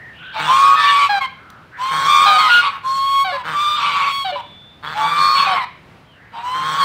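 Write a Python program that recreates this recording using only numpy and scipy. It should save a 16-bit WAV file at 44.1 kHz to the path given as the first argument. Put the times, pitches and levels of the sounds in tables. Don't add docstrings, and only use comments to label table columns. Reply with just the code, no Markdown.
import sys
import numpy as np
from scipy import signal
from scipy.fft import rfft, irfft, next_fast_len
from scipy.io import wavfile
from scipy.ndimage import uniform_filter1d, map_coordinates

SR = 44100
rng = np.random.default_rng(int(sys.argv[2]) if len(sys.argv) > 2 else 0)


def unload_audio(sound):
    columns = np.transpose(np.atleast_2d(sound))
    steps = np.round(np.clip(columns, -1, 1) * 32767)
    wavfile.write(sys.argv[1], SR, steps.astype(np.int16))


N = 301644

# start and length in seconds, pitch and scoop in Hz, drift in Hz
# a second, roughness (0 clean, 1 or more fully rough), then in dB closing level, swell, overtone level,
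# overtone swell, throat rasp, beak rasp and hiss, then first and last beak resonance in Hz.
HELD_NOTES = [ (0.33, 0.21, 877, 2.5, 0, 0.9, -25.5, 1.5, -39, 5, -31, -32.5, -50, 2920, 2520),
              (0.465, 0.31, 1119, 177, 0, 0.31, -11, 0.5, -32.5, -15.5, -28.5, -31, -35.5, 2870, 3700),
              (0.476, 0.35, 1218, -5.5, 255, 0.42, -15, 6, -28, 1, -32, -42.5, -55.5, 2770, 2440),
              (0.755, 0.33, 1138, 4.5, -37, 0.63, -13.5, 1.5, -26, 5, -31, -25, -37, 3250, 2200),
              (0.755, 0.18, 1760, -6.5, -100, 0.88, -21, -1.5, -29.5, -3, -40.5, -29, -54.5, 3880, 3760),
              (1.777, .50, 1098, 139.5, 70.5, 0.32, -12, 10.5, -28.5, 10.5, -34, -36.5, -43.5, 2890, 2920),
              (2.050, 0.45, 1218, 12.5, 221, 0.34, -12.5, 1.5, -24.5, -18, -26.5, -46, -35.5, 3000, 2960),
              (2.477, .15, 1434, 9.5, -99.5, 0.31, -10.5, 0.5, -18, -10, -27, -23.5, -39.5, 2810, 2750),
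              (2.59, 0.12, 1125, 0, -250, 0.9, -16, 4.5, -32, -15, -30, -26.5, -47.5, 2700, 2515),
              (2.687, .11, 1107, -10.5, -400, 1, -28, 5, -50, -23.5, -33.5, -48, -58.5, 2880, 2900),
              (2.831, .42, 1095, 58, 50, 0.04, -14, 4.5, -30.5, 12, -43, -41.5, -55.5, 4300, 2686),
              (3.521, 0.26, 1187, 4.5, 148, 0.36, -16.5, 1.5, -25, 7, -35.5, -37, -42.5, 2880, 3610),
              (3.749, .38, 1132, -58, -96, 0.84, -19.5, -1, -28, 3, -29.5, -27.5, -43, 3240, 2220),
              (4.065, 0.19, 1107, 3.5, -66.5, 0.17, -25, -1.5, -25, -3.5, -49.5, -42.5, -54.5, 3060, 3230),
              (4.937, .15, 891, 75.5, 0, 0.47, -14, 10, -48.5, -10, -33, -33.5, -46, 2240, 3570),
              (4.978, 0.37, 1173, -2.5, 193.5, 0.39, -13, 10, -27.5, -3, -30, -40, -62, 3006, 2690),
              (5.162, 0.3, 1095, -4, 23, .1, -14.5, 0.5, -23.5, 0, -31, -34, -40.5, 4690, 4400),
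              (5.339, 0.26, 1136, -5.5, -68.5, .7, -22.5, -5, -33, -7, -24.5, -27.5, -48, 2660, 2600),
              (6.323, 0.12, 927, 4.5, 198, 1.1, -33, -4, -41.5, -1, -38.5, -43.5, -59.5, 2585, 2700),
              (6.418, 0.37, 1052, 47.5, 292, 0.4, -20, 3, -33.5, 4, -37.5, -46.5, -48, 2800, 3300),
              (6.761, 0.14, 1090, 2.5, -700, 0.28, -6.5, 13, -20.5, 5.5, -24.5, -40, -46, 3430, 3600), ]
# start and length in seconds, pitch and fall in Hz, roughness from 0 to 1,
# level, overtone level and top-partial gain in dB, beak resonance in Hz, its lift in dB.
YELP_NOTES = [ (1.089, 0.11, 825, 50.4, 0.14, -17, -21, -19, 1300, 10.5),
              (1.205, 0.064, 1093, 78, 0.25, -20.5, -24, 0, 2530, 33),
              (2.255, 0.13, 798, 56, 0.48, -20, -19, -19.5, 2980, 6.5),
              (2.379, .140, 1106, 162.7, 0.71, -19, -21, -13.5, 2880, 10.5),
              (3.241, .088, 778, 95, 0.2, -24, -25.5, -19, 2300, 9),
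              (3.318, 0.06, 572, 30.67, 0.12, -28.5, -25.5, -17.5, 1550, 10.5),
              (3.331, 0.098, 1053, 102, .6, -26, -42, -4, 2370, 21),
              (4.243, 0.079, 784, 90.5, 0.04, -22.5, -28, -20, 3150, 7.5),
              (4.318, 0.056, 588.5, 24.8, 0.17, -25.5, -31.5, -24, 2680, 28.5),
              (4.353, 0.064, 1013, 88, 0.87, -25, -43, -6, 2760, 22),
              (5.463, 0.097, 782, 80.4, 0.45, -21, -32.5, -22.5, 2250, 6),
              (5.555, .100, 1063, 114.3, 1, -21.5, -28.5, -12, 2250, 24), ]
# start and length in seconds, throat level and
# hiss level in dB, beak resonance in Hz.
SYRINX_CREAKS = [(0.372, .135, -23, -41.5, 3000), (1.9, .19, -23.5, -37, 3672),
                 (2.825, .18, -39.5, -43.5, 3760), (3.433, .13, -24.5, -48.5, 2960),
                 (4.822, .135, -28, -54.5, 3650), (4.951, .32, -27, -44, 3900),
                 (6.523, 0.12, -27.5, -48, 2900), (6.618, .24, -25.5, -40, 3300)]
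# start and end in seconds, first pitch, last pitch and hoarseness in Hz,
# level in dB.
DISTANT_CALLS = [(-.08, 0.197, 1890, 1795, 110, -38.5), (0.174, 0.401, 1430, 1616, 110, -36),
                 (0.116, .42, 2760, 3180, 380, -40), (1.298, 1.732, 1397, 1314, 200, -44),
                 (1.712, 1.835, 1564, 1790, 260, -36), (4.279, 4.835, 3450, 3550, 80, -44),
                 (6.044, 6.218, 3390, 2630, 150, -53.5), (6.12, 6.372, 1662, 1864, 260, -48)]
# frequency in Hz, relative level in dB.
OVERTONE_SPECTRUM = [(1600, 0), (2300, -3), (2750, -6), (3400, -3), (4400, 2), (5200, -9), (6800, -11),
                     (8700, -8), (10000, -20), (13500, -14)]
THROAT_SPECTRUM = [(100, -57), (155, -3.5), (225, -20), (300, -14), (380, -31.5), (470, -10), (680, -16),
                   (880, -3), (1150, 1.5), (1450, 1.5), (2500, -16), (4000, -43)]
BEAK_SPECTRUM = [(1500, -32), (2250, 2.5), (2800, -1.5), (3500, 1), (4400, -0.5), (5300, -7.5), (6500, -28),
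                 (9000, -45.5)]
HISS_SPECTRUM = [(4000, -8), (5700, 1.5), (6800, -5), (8700, -1), (10000, -25.5), (14000, -15.5)]
TOWN_SPECTRUM = [(25, -23), (60, -6.5), (105, 0), (170, -2.5), (280, -9), (420, -11.5), (800, -11.5),
                 (1400, -14.5), (2800, -19.5), (4400, -27.5), (6300, -37), (15000, -46)]
# frequency in Hz, seconds to die away by 60 dB.
YARD_DECAY = [(1100, 0.37), (2200, 0.62), (4500, 0.42), (9000, 0.18)]

TOP_HZ = 15700
HONK_ATTACK_S, HONK_RELEASE_S, SCOOP_S = 0.043, 0.036, 0.06
OVERTONE_ATTACK_S, HISS_ATTACK_S = 0.095, 0.07
CLEAN_TOP_DB, ROUGH_LOSS_DB, HONK_LIFT_DB = 4, 27.5, 18.5
YELP_ATTACK_S, YELP_RELEASE_S, YELP_FADE_DB = 0.012, 0.017, -4.5
YELP_THROAT_DB, YELP_BEAK_DB, YELP_HISS_DB = -15, -17.5, -33
RASP_OVERHANG_S, RASP_FADE_S = 0.015, 0.065
RASP_SWELL = 0.17
CREAK_FADE_S, CREAK_BEAK_DB, CREAK_SWELL_DB = 0.03, -11, 3.5
CHEST_HZ, CHEST_LOSS = 403, 0.25
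WAVER, STUTTER_DB, STUTTER_PER_S = 0.00832, 3.2, 55


def honks():
    out = np.zeros(N)
    for (start, length, hz, scoop_hz, drift, rough, db, swell_db,
         overtone_db, overtone_swell_db, *_, first_hz, last_hz) in HELD_NOTES:
        span, age, progress = during(start, length)
        pitch = hz - scoop_hz * np.exp(-age / SCOOP_S) + drift * (age - length / 2)
        level = envelope(age, length, HONK_ATTACK_S, HONK_RELEASE_S) * amp(db + swell_db * (progress - 1))
        overtones = envelope(age, length, OVERTONE_ATTACK_S, HONK_RELEASE_S)
        overtones *= amp(overtone_db + overtone_swell_db * (progress - .5))
        top_db = CLEAN_TOP_DB - ROUGH_LOSS_DB * rough
        beak_hz = first_hz + (last_hz - first_hz) * progress
        out[span] += syrinx(pitch, level, overtones, top_db, beak_hz, HONK_LIFT_DB, rough)
    return out


def yelps():
    out = np.zeros(N)
    for start, length, hz, fall_hz, rough, db, overtone_db, top_db, beak_hz, lift_db in YELP_NOTES:
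        span, age, progress = during(start, length)
        shape = envelope(age, length, YELP_ATTACK_S, YELP_RELEASE_S) * amp(YELP_FADE_DB * (progress - .5))
        pitch = hz - fall_hz * progress ** 1.6
        level, overtones = shape * amp(db), shape * amp(overtone_db)
        out[span] += syrinx(pitch, level, overtones, top_db, beak_hz, lift_db, rough)
    return out


def syrinx(pitch, level, overtone_level, top_db, beak_hz, lift_db, rough, flap_hz=205, half_db=-35):
    size = len(pitch)
    rough = np.clip(rough, 0, 1)
    pitch = pitch * (1 + (.0016 + WAVER * rough) * wobble(35, size))
    phase = 2 * np.pi * np.cumsum(pitch) / SR + .55 * rough * wobble(300, size)
    flap = np.sin(2 * np.pi * np.cumsum(flap_hz * (1 + .06 * wobble(20, size))) / SR)
    harmonics = np.arange(2, int(TOP_HZ / pitch.max()) + 1)[:, None]
    hz = harmonics * pitch
    weight = amp(along(OVERTONE_SPECTRUM, hz)) * beak_gain(hz, beak_hz, width_hz=860, lift_db=lift_db)
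    weight *= amp(top_db * np.clip((hz - 4000) / 2500, 0, 1))
    weight *= amp(6 * rough * np.tanh([wobble(25, size) for _ in harmonics]))
    overtones = (weight * np.sin(harmonics * phase)).sum(0) / np.linalg.norm(weight, axis=0)
    half = amp(half_db) * (pitch > 1000) * np.sin(phase / 2)
    tone = level * (np.sin(phase) + half) + overtone_level * overtones
    stutter = unit(amp(STUTTER_DB * rough ** 2 * np.clip(wobble(STUTTER_PER_S, size), -2, 1)))
    return np.sqrt(2) * stutter * tone * (1 + 0.49 * rough * flap)


def beak_gain(hz, centre_hz, width_hz, lift_db):
    return amp(lift_db / (1 + ((hz - centre_hz) / width_hz) ** 2))


def rasp_effort():
    bursts = [(start - RASP_OVERHANG_S, length + 2 * RASP_OVERHANG_S, RASP_FADE_S,
               (throat, beak, hiss), RASP_SWELL * swell, (first_hz, last_hz), False)
              for start, length, *_, swell, throat, beak, hiss, first_hz, last_hz in HELD_NOTES]
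    bursts += [(start, length, YELP_ATTACK_S,
                (db + YELP_THROAT_DB, db + YELP_BEAK_DB, db + YELP_HISS_DB), 0, (hz, hz), False)
               for start, length, _, _, _, db, _, _, hz, _ in YELP_NOTES]
    bursts += [(start, length, CREAK_FADE_S,
                (db, db + CREAK_BEAK_DB, hiss), CREAK_SWELL_DB, (hz, hz), True)
               for start, length, db, hiss, hz in SYRINX_CREAKS]
    power = np.full((3, N), 1e-14)
    weighted_hz, creak_power = np.zeros(N), np.zeros(N)
    for start, length, fade, levels_db, swell_db, beak_hz, is_creak in bursts:
        span, age, progress = during(start, length)
        throat, beak, hiss = (amp(levels_db)[:, None] * envelope(age, length, fade, fade)) ** 2
        swell = amp(swell_db * (progress - .5)) ** 2
        beak *= swell
        hiss *= swell * np.clip(age / HISS_ATTACK_S, 0, 1)
        power[:, span] += [throat, beak, hiss]
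        weighted_hz[span] += beak * np.interp(progress, [0, 1], beak_hz)
        creak_power[span] += throat * is_creak
    return np.sqrt(power), weighted_hz / power[1], np.clip(1.4 * creak_power / power[0], 0, 1)


def rasp(gains, beak_hz, creak, creak_hz=153, harsh_hz=195):
    throat_level, beak_level, hiss_level = gains
    wander = .04 * wobble(20, N) + .07 * (1.6 - creak) * wobble(150, N)
    cycle = np.cumsum((harsh_hz + (creak_hz - harsh_hz) * creak) * (1 + wander)) / SR
    slaps = unit(np.diff(np.floor(cycle), prepend=0) * amp(2 * wobble(150, N)))
    slap_share = .3 + creak / 2

    def airflow(share):
        puffs = unit(rng.standard_normal(N) * np.exp(-(cycle % 1)))
        return np.sqrt(share) * slaps + np.sqrt(1 - share) * puffs

    hz, times, frames = signal.stft(coloured(airflow(slap_share / 2), BEAK_SPECTRUM), SR, nperseg=1024)
    centre_hz = np.interp(times, np.arange(N) / SR, beak_hz)
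    resonance = beak_gain(hz[:, None], centre_hz, width_hz=1280, lift_db=15.5)
    beak = unit(signal.istft(frames * resonance, SR, nperseg=1024)[1][:N])
    hiss = coloured(airflow(slap_share / 3), HISS_SPECTRUM)
    throat = coloured(airflow(slap_share), THROAT_SPECTRUM)
    chest = signal.sosfiltfilt(signal.butter(2, CHEST_HZ, fs=SR, output="sos"), throat)
    throat -= CHEST_LOSS * (1 - creak) * chest
    return throat_level * throat + ragged(beak_level * beak + hiss_level * hiss)


def ragged(x):
    frames = signal.stft(x, SR, nperseg=1024)[2]
    streaks = uniform_filter1d(rng.standard_normal(frames.shape), size=3, axis=0)
    streaks = uniform_filter1d(streaks, size=4, axis=1)
    return signal.istft(frames * amp(5 * unit(streaks) - 2), SR, nperseg=1024)[1][:N]


def peck(start_s=1.502, t60_s=.018, db=-37):
    age = np.arange(N) / SR - start_s
    click = coloured(rng.standard_normal(N), [(900, -20), (3800, 0), (5500, -11), (15000, -14)])
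    return amp(db - 60 * np.abs(age) / t60_s) * (age > 0) * click


def yard_echo(x, db=-13):
    hz, age, frames = signal.stft(rng.standard_normal(SR), SR, nperseg=256)
    decay = amp(-60 * age / along(YARD_DECAY, hz)[:, None])
    tail = signal.istft(frames * decay, SR, nperseg=256)[1]
    response = np.pad(tail, (SR // 100, 0)) / np.linalg.norm(tail)
    return amp(db) * signal.fftconvolve(x, response)[:N]


def far_calls():
    out = np.zeros(N)
    for start, end, first_hz, last_hz, hoarse_hz, db in DISTANT_CALLS:
        span = during(start, end - start)[0]
        progress = (span / SR - start) / (end - start)
        pitch = first_hz + (last_hz - first_hz) * progress + hoarse_hz * wobble(1100, len(span))
        tone = np.sqrt(2) * np.sin(2 * np.pi * np.cumsum(pitch) / SR)
        out[span] += amp(db) * np.sin(np.pi * progress) * tone
    return out


def town(db=-47):
    return amp(db + wobble(4.9, N)) * coloured(rng.standard_normal(N), TOWN_SPECTRUM)


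def amp(db):
    return 10 ** (np.asarray(db) / 20)


def unit(x):
    return x / np.sqrt(np.mean(x ** 2) + 1e-20)


def along(points, hz):
    knots_hz, values = np.transpose(points)
    return np.interp(np.log(hz + 1), np.log(knots_hz), values)


def wobble(rate, size):
    count = int(size * rate / SR) + 4
    fine = np.arange(0, count - 1, 1 / 8)
    curve = map_coordinates(rng.standard_normal(count), [fine])
    return np.interp(np.arange(size) * rate / SR, fine, curve)


def coloured(x, spectrum, size=8192):
    cepstrum = irfft(np.log(amp(along(spectrum, np.fft.rfftfreq(size, 1 / SR)))))
    cepstrum[1:size // 2] *= 2
    cepstrum[size // 2 + 1:] = 0
    response = irfft(np.exp(rfft(cepstrum)))[:size // 2]
    return unit(signal.oaconvolve(x, response)[:N])


def envelope(age, length, attack, release):
    rise = lambda u: np.sin(np.pi / 2 * np.clip(u, 0, 1)) ** 1.5
    return rise(age / attack) * rise((length - age) / release)


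def during(start, length):
    span = np.arange(max(0, int(start * SR)), min(N, int((start + length) * SR)))
    age = (span - span[0]) / SR
    return span, age, age / length


def scene():
    gains, beak_hz, creak = rasp_effort()
    geese = honks() + yelps() + rasp(gains, beak_hz, creak) + peck()
    return (geese + yard_echo(geese) + far_calls() + town())[None]


def record(dry):
    size = next_fast_len(N + SR // 4)
    passband = np.fft.rfftfreq(size, 1 / SR) < TOP_HZ
    return irfft(rfft(dry, size) * passband, size)[..., :N]


dry = scene()
out = record(dry)
unload_audio(out)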